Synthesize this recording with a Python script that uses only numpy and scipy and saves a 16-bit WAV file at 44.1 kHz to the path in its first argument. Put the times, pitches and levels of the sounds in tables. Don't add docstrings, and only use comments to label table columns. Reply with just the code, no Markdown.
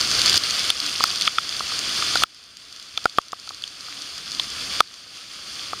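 import sys
import numpy as np
from scipy import signal
from scipy.fft import rfft, irfft
from scipy.io import wavfile
from scipy.ndimage import uniform_filter1d, map_coordinates

SR = 44100
rng = np.random.default_rng(int(sys.argv[2]) if len(sys.argv) > 2 else 0)


def materialize(psi):
    bounded = np.clip(np.atleast_2d(psi).T, -1, 1)
    quanta = np.round(bounded * 32767).astype(np.int16)
    wavfile.write(sys.argv[1], SR, quanta)


def rack_gain(trim_db):
    fader = np.asarray(trim_db, float)
    return 10 ** (fader / 20)


N = 255780


def unit(x):
    return x / np.sqrt(np.mean(x ** 2) + 1e-20)


def wobble(rate):
    knots = rng.standard_normal(int(N * rate / SR) + 4)
    return map_coordinates(knots, [np.arange(N) * rate / SR])


def coloured(x, spectrum):
    taps = 8192
    f, db = np.transpose(spectrum)
    log_hz = np.log(np.fft.rfftfreq(taps, 1 / SR) + 1)
    gain = rack_gain(np.interp(log_hz, np.log(f + 1), db))
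    cepstrum = irfft(np.log(gain + 1e-4), taps)
    cepstrum[1:taps // 2] *= 2
    cepstrum[taps // 2 + 1:] = 0
    response = irfft(np.exp(rfft(cepstrum)), taps)[:taps // 2]
    return signal.fftconvolve(x, response)[:N]


def patchy(patchy_db):
    cells = signal.stft(rng.standard_normal(N + 512), nperseg=256)[2]
    field = uniform_filter1d(rng.standard_normal(cells.shape), size=5, axis=0)
    field = uniform_filter1d(field, size=8, axis=1)
    noise = signal.istft(cells * rack_gain(patchy_db * unit(field)), nperseg=256)[1]
    return unit(noise[:N])


def grains(count, centre_hz, spread, cycles, scatter_db):
    u, t = rng.random((count, 3)), np.arange(160) / SR
    hz = np.clip(centre_hz * np.exp(spread * rng.standard_normal((count, 1))), 300, 15000)
    size_db = np.minimum(-scatter_db * np.log(1 - u[:, 1:2]), 1.7 * scatter_db)
    size = rack_gain(size_db) * np.sqrt(hz / centre_hz)
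    wave = size * np.exp(-t * hz / cycles) * np.sin(2 * np.pi * (hz * t + u[:, 2:]))
    at = (u[:, :1] * N).astype(int) + np.arange(len(t))
    return unit(np.bincount(at.ravel(), wave.ravel(), N + len(t))[:N])


def ring(t, hz, t60, rise=0.00018):
    return np.sin(2 * np.pi * hz * t) * rack_gain(-60 * t / t60) * (1 - np.exp(-t / rise))


def burst(t, lo_hz, hi_hz, t60):
    band = signal.butter(2, [lo_hz, hi_hz], "band", fs=SR, output="sos")
    shape = rack_gain(-60 * t / t60) * (1 - np.exp(-t / 0.00019))
    return shape * unit(signal.sosfilt(band, rng.standard_normal(len(t))))


def gain_db():
    # start_s, drop_db
    ducks = [
        (0.376, 9.5),
        (0.702, 6.5),
        (1.041, 2),
        (1.277, 7.5),
        (1.386, 1.5),
        (2.236, 26.5),
        (3.054, 3.5),
        (3.1856, 6.5),
        (4.807, 16),
    ]
    t = np.arange(N) / SR
    falls = sum(drop_db * (1 - np.exp(-np.maximum(t - s, 0) / 0.0019)) for s, drop_db in ducks)
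    return 12.19 * t - falls


def rain():
    # time_s, strength_db, patter_nearness_db
    shower = [(0, -0.8, 2), (.25, -1.6, 3.5), (.45, -0.05, -0.5), (1, 0.4, 6), (1.5, 0.15, 1),
              (2.2, -.1, 2.5), (2.5, -0.2, -8), (2.8, -1.5, 3.5), (3.1, -0.7, -3), (3.4, 0.8, 2),
              (4, -0.5, 1), (4.6, -0.9, 0), (4.9, -.5, -2), (5.2, -1.5, -10), (5.5, -1.5, -2),
              (5.8, -2, -9)]
    # frequency_hz, density_db
    rain_colour = [(180, -33), (300, -16.5), (468, -14), (731, -12.5), (892, -18.5), (1220, -5),
                   (1870, -10.5), (3400, -4), (3810, -6.5), (4650, 1), (7880, -15.5), (8560, -12.5),
                   (9930, -20), (14500, -32.5), (15500, -33)]
    # frequency_hz, density_db
    rumble_colour = [(15, -18), (25, -9), (65, 2), (245, -2), (284, 0), (452, -10), (500, -11), (650, -39),
                     (1100, -120)]
    s, *controls = np.transpose(shower)
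    strength_db, near_db = [np.interp(np.arange(N) / SR, s, c) for c in controls]
    far = rack_gain(1.28 * wobble(12)) * patchy(patchy_db=0.7)
    patter = grains(count=14000, centre_hz=5000, spread=0.83, cycles=0.94, scatter_db=0.0)
    patter = rack_gain(-6.5 + 2.1 * wobble(25)) * patter
    near = grains(count=1300, centre_hz=5490, spread=0.56, cycles=1.6, scatter_db=3.0)
    near = rack_gain(-11.0 + near_db) * near
    rumble = rack_gain(-41.5 + 1.1 * wobble(2.5)) * unit(coloured(patchy(patchy_db=0.5), rumble_colour))
    return rack_gain(-22.5 + strength_db) * unit(coloured(far + patter + near, rain_colour)) + rumble


def gurgles(gain):
    # start_s, level_db, pitch_hz, t60_s
    slugs = [
        (.82, -28.5, 295.5, 0.18),
        (0.874, -28, 269, 0.11),
        (3.9, -44, 284, 0.27),
        (3.981, -42, 289, 0.24),
        (5.221, -44.5, 185, 0.17),
    ]
    out, t = np.zeros(N + SR), np.arange(SR // 4) / SR
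    for s, db, hz, t60 in slugs:
        i = round(s * SR)
        out[i:i + len(t)] += rack_gain(db - gain[i]) * ring(t, hz, t60, rise=0.028)
    return out[:N]


def splashes(rows, t60):
    z = rng.standard_normal((len(rows), 3))
    drops = []
    for (s, db), (a, b, c) in zip(rows, z):
        hz = 4650 * (1 + 0.042 * a)
        spray_db, body_db = -32 - 2 * b, -27 - 2 * c
        drops.append((s, db, hz, spray_db, body_db, t60))
    return drops


def ticks(gain):
    # start_s, peak_db, ring_hz, spray_db,
    # body_db
    cracks = [(.376, 4.5, 4830, -33, -37), (0.7021, 5.5, 3560, -13.5, -11), (1.0383, 2, 4850, -23, -4.5),
              (1.2728, -9.5, 3600, -20, -12), (1.276, 1.5, 3360, -32, -5), (1.3836, -4.5, 3430, -36, -2.5),
              (1.525, -14.5, 3530, -29, -19), (1.8927, -11, 3220, -12, -27), (2.0238, -13, 3450, -25, -1),
              (2.155, -3.5, 4940, -26.5, -26), (2.172, -4, 4140, -32, -13), (2.2352, 10.5, 3480, -14, -5),
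              (2.9747, -4, 3500, -46, -47), (3.055, -9.5, 4900, -34, 1), (3.1838, -10, 3460, -33, -28),
              (3.185, -12.5, 3300, -15, 0), (3.6378, -11, 3410, -35, -38), (3.925, -24.5, 4630, -27, 3),
              (4.3962, -1.5, 3500, -33, -33), (4.8043, 0, 3590, -32, -0.5), (5.594, -22, 3420, -29, -22)]
    # start_s, peak_db
    near_splashes = [(.2159, -0.5), (.2589, 2.5), (.4364, -7), (.5072, -5), (.5926, -5.5), (.8011, -5.5),
                     (.8628, -6.5), (1.1578, -8), (1.2104, -2), (1.2206, -4), (1.4915, -10.5),
                     (1.5938, -11), (1.7899, -6), (2.3456, -27), (2.5691, -21.5), (2.8255, -21),
                     (3.0415, -18.5), (3.0954, -19), (3.1747, -20), (3.2828, -23.5), (3.3194, -19),
                     (3.3977, -23), (3.473, -23), (3.4908, -16.5), (3.6212, -19), (3.6763, -17.5),
                     (3.807, -19.5), (4.0193, -15), (4.1789, -16), (4.3175, -13.5)]
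    # start_s, peak_db
    more_splashes = [(.0044, -7), (.0107, -3), (.1034, -7), (.1133, -4), (.193, -5), (.2952, 0), (.3064, -9),
                     (.3282, -4), (.3412, -1.5), (.3569, -1), (.3678, -2), (.4983, -9), (.8934, -10),
                     (1.1144, -22), (1.5658, -10.5), (2.1932, -10.5), (2.4384, -30), (2.7255, -22), (2.7616, -24),
                     (2.797, -23), (3.2151, -26), (3.5454, -21), (4.3086, -17), (4.327, -18), (4.348, -15),
                     (4.5012, -15), (4.874, -28), (4.9398, -22.5), (5.1716, -26), (5.5541, -21)]
    out, t = np.zeros(N + SR), np.arange(900) / SR
    drops = [(*row, 0.0083) for row in cracks]
    drops += splashes(near_splashes, t60=0.0064) + splashes(more_splashes, t60=0.0061)
    for s, db, hz, spray_db, body_db, t60 in drops:
        i = round((s + 0.00069) * SR)
        crackle = rack_gain(-6.5) * burst(t, lo_hz=0.71 * hz, hi_hz=1.43 * hz, t60=0.012)
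        spray = rack_gain(spray_db + 3.5) * burst(t, lo_hz=6150, hi_hz=10800, t60=0.004)
        body = -rack_gain(body_db + 10.0) * ring(t, 2280, t60=0.0024)
        out[i:i + len(t)] += rack_gain(db - 2.5 - gain[i]) * (crackle + spray + body + ring(t, hz, t60))
    return out[:N]


def knocks(gain):
    # start_s, peak_db, ring_hz, low_mode_db, damping_s
    strikes = [(.343, -21.5, 1520, -12.5, .004), (.702, -16, 1390, -24, 0.0041),
               (1.006, -11.5, 1135, -18, 0.0029), (1.039, -6.5, 1270, -23.5, 0.0032),
               (1.277, -6, 1290, -30, 0.0035), (1.3836, -8.5, 1307, -31, 0.0043),
               (1.606, -15, 1200, -19, .003), (1.719, -22.5, 1220, -19, 0.003),
               (2.024, -16, 1280, -28, .0035), (2.156, -12.5, 1430, -12.5, 0.0047),
               (2.221, -17, 1200, -16, 0.0034), (2.236, 7.5, 1296, -24.5, 0.0058),
               (2.9765, -26, 1290, -11.5, 0.0051), (3.056, -5, 1377, -12.5, 0.0045),
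               (3.1846, -1.5, 1183, -15.5, 0.0045), (3.331, -18.5, 1166, -14.5, .0036),
               (3.475, -35.5, 1320, -12.5, 0.006), (3.506, -29, 1190, -13, .004),
               (3.884, -31.5, 1310, -21, 0.0036), (4.396, -30.5, 990, -9, 0.0064),
               (4.8051, 3, 1252, -17, 0.0054), (5.732, -18, 1215, -12.5, 0.0042)]
    out, t = np.zeros(N + SR), np.arange(2200) / SR
    for s, db, hz, low_db, damping in strikes:
        i = round(s * SR)
        water_damping = np.clip(1 - (t / (1.45 * damping)) ** 1.94, 0, 1)
        shell = ring(t, hz, t60=0.19, rise=0.00087) * water_damping
        after = -rack_gain(-23.0) * ring(t, 0.96 * hz, t60=0.013, rise=0.0056)
        low = rack_gain(low_db + 8.5) * (ring(t, 720, t60=0.015) + 0.91 * ring(t, 500, t60=0.0088))
        push_db = -22 - 0.34 * db + 0.56 * low_db
        push = -rack_gain(push_db + 18.5) * (1 - t / 0.0007) * np.exp(-t / 0.00044)
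        out[i:i + len(t)] += rack_gain(db + 3.0 - gain[i]) * (shell + after + low + push)
    return out[:N]


def scene():
    gain = gain_db()
    return (rain() + gurgles(gain) + ticks(gain) + knocks(gain))[None]


def port_response(hz):
    # centre_hz, width_hz, depth (0-1)
    notch_hz, notch_width, depth = (7880, 300, 0.9)
    # centre_hz, width_hz, level_db
    cavity_modes = [(3500, 490, 4.5), (3770, 340, -5), (4550, 200, 1), (5630, 620, -2.5), (6300, 530, 1.5),
                    (10050, 380, 4), (14500, 1000, 4), (15700, 700, -4.5)]

    def bump(centre, width, size):
        damping = 1j * hz * width
        return 1 + size * damping / (centre ** 2 - hz ** 2 + damping + 1e-9)

    peaks = [bump(centre, width, rack_gain(db) - 1) for centre, width, db in cavity_modes]
    return bump(notch_hz, notch_width, -depth) * np.prod(peaks, axis=0)


def low_pass(x):
    return signal.sosfilt(signal.butter(12, 16680, fs=SR, output="sos"), x)


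def record(dry):
    hz = np.fft.rfftfreq(N, 1 / SR)
    x = irfft(rfft(dry) * port_response(hz) * (hz < 15750), N)
    x = x * rack_gain(gain_db())
    x = x / (1 + np.abs(x / 0.74) ** 5) ** (1 / 5)
    cut_hz = 35
    bass_cut = 1j * hz / (cut_hz + 1j * hz)
    mix = irfft(rfft(x) * bass_cut * (hz < 16600), N)
    return low_pass(mix)


dry = scene()
out = record(dry)
materialize(out)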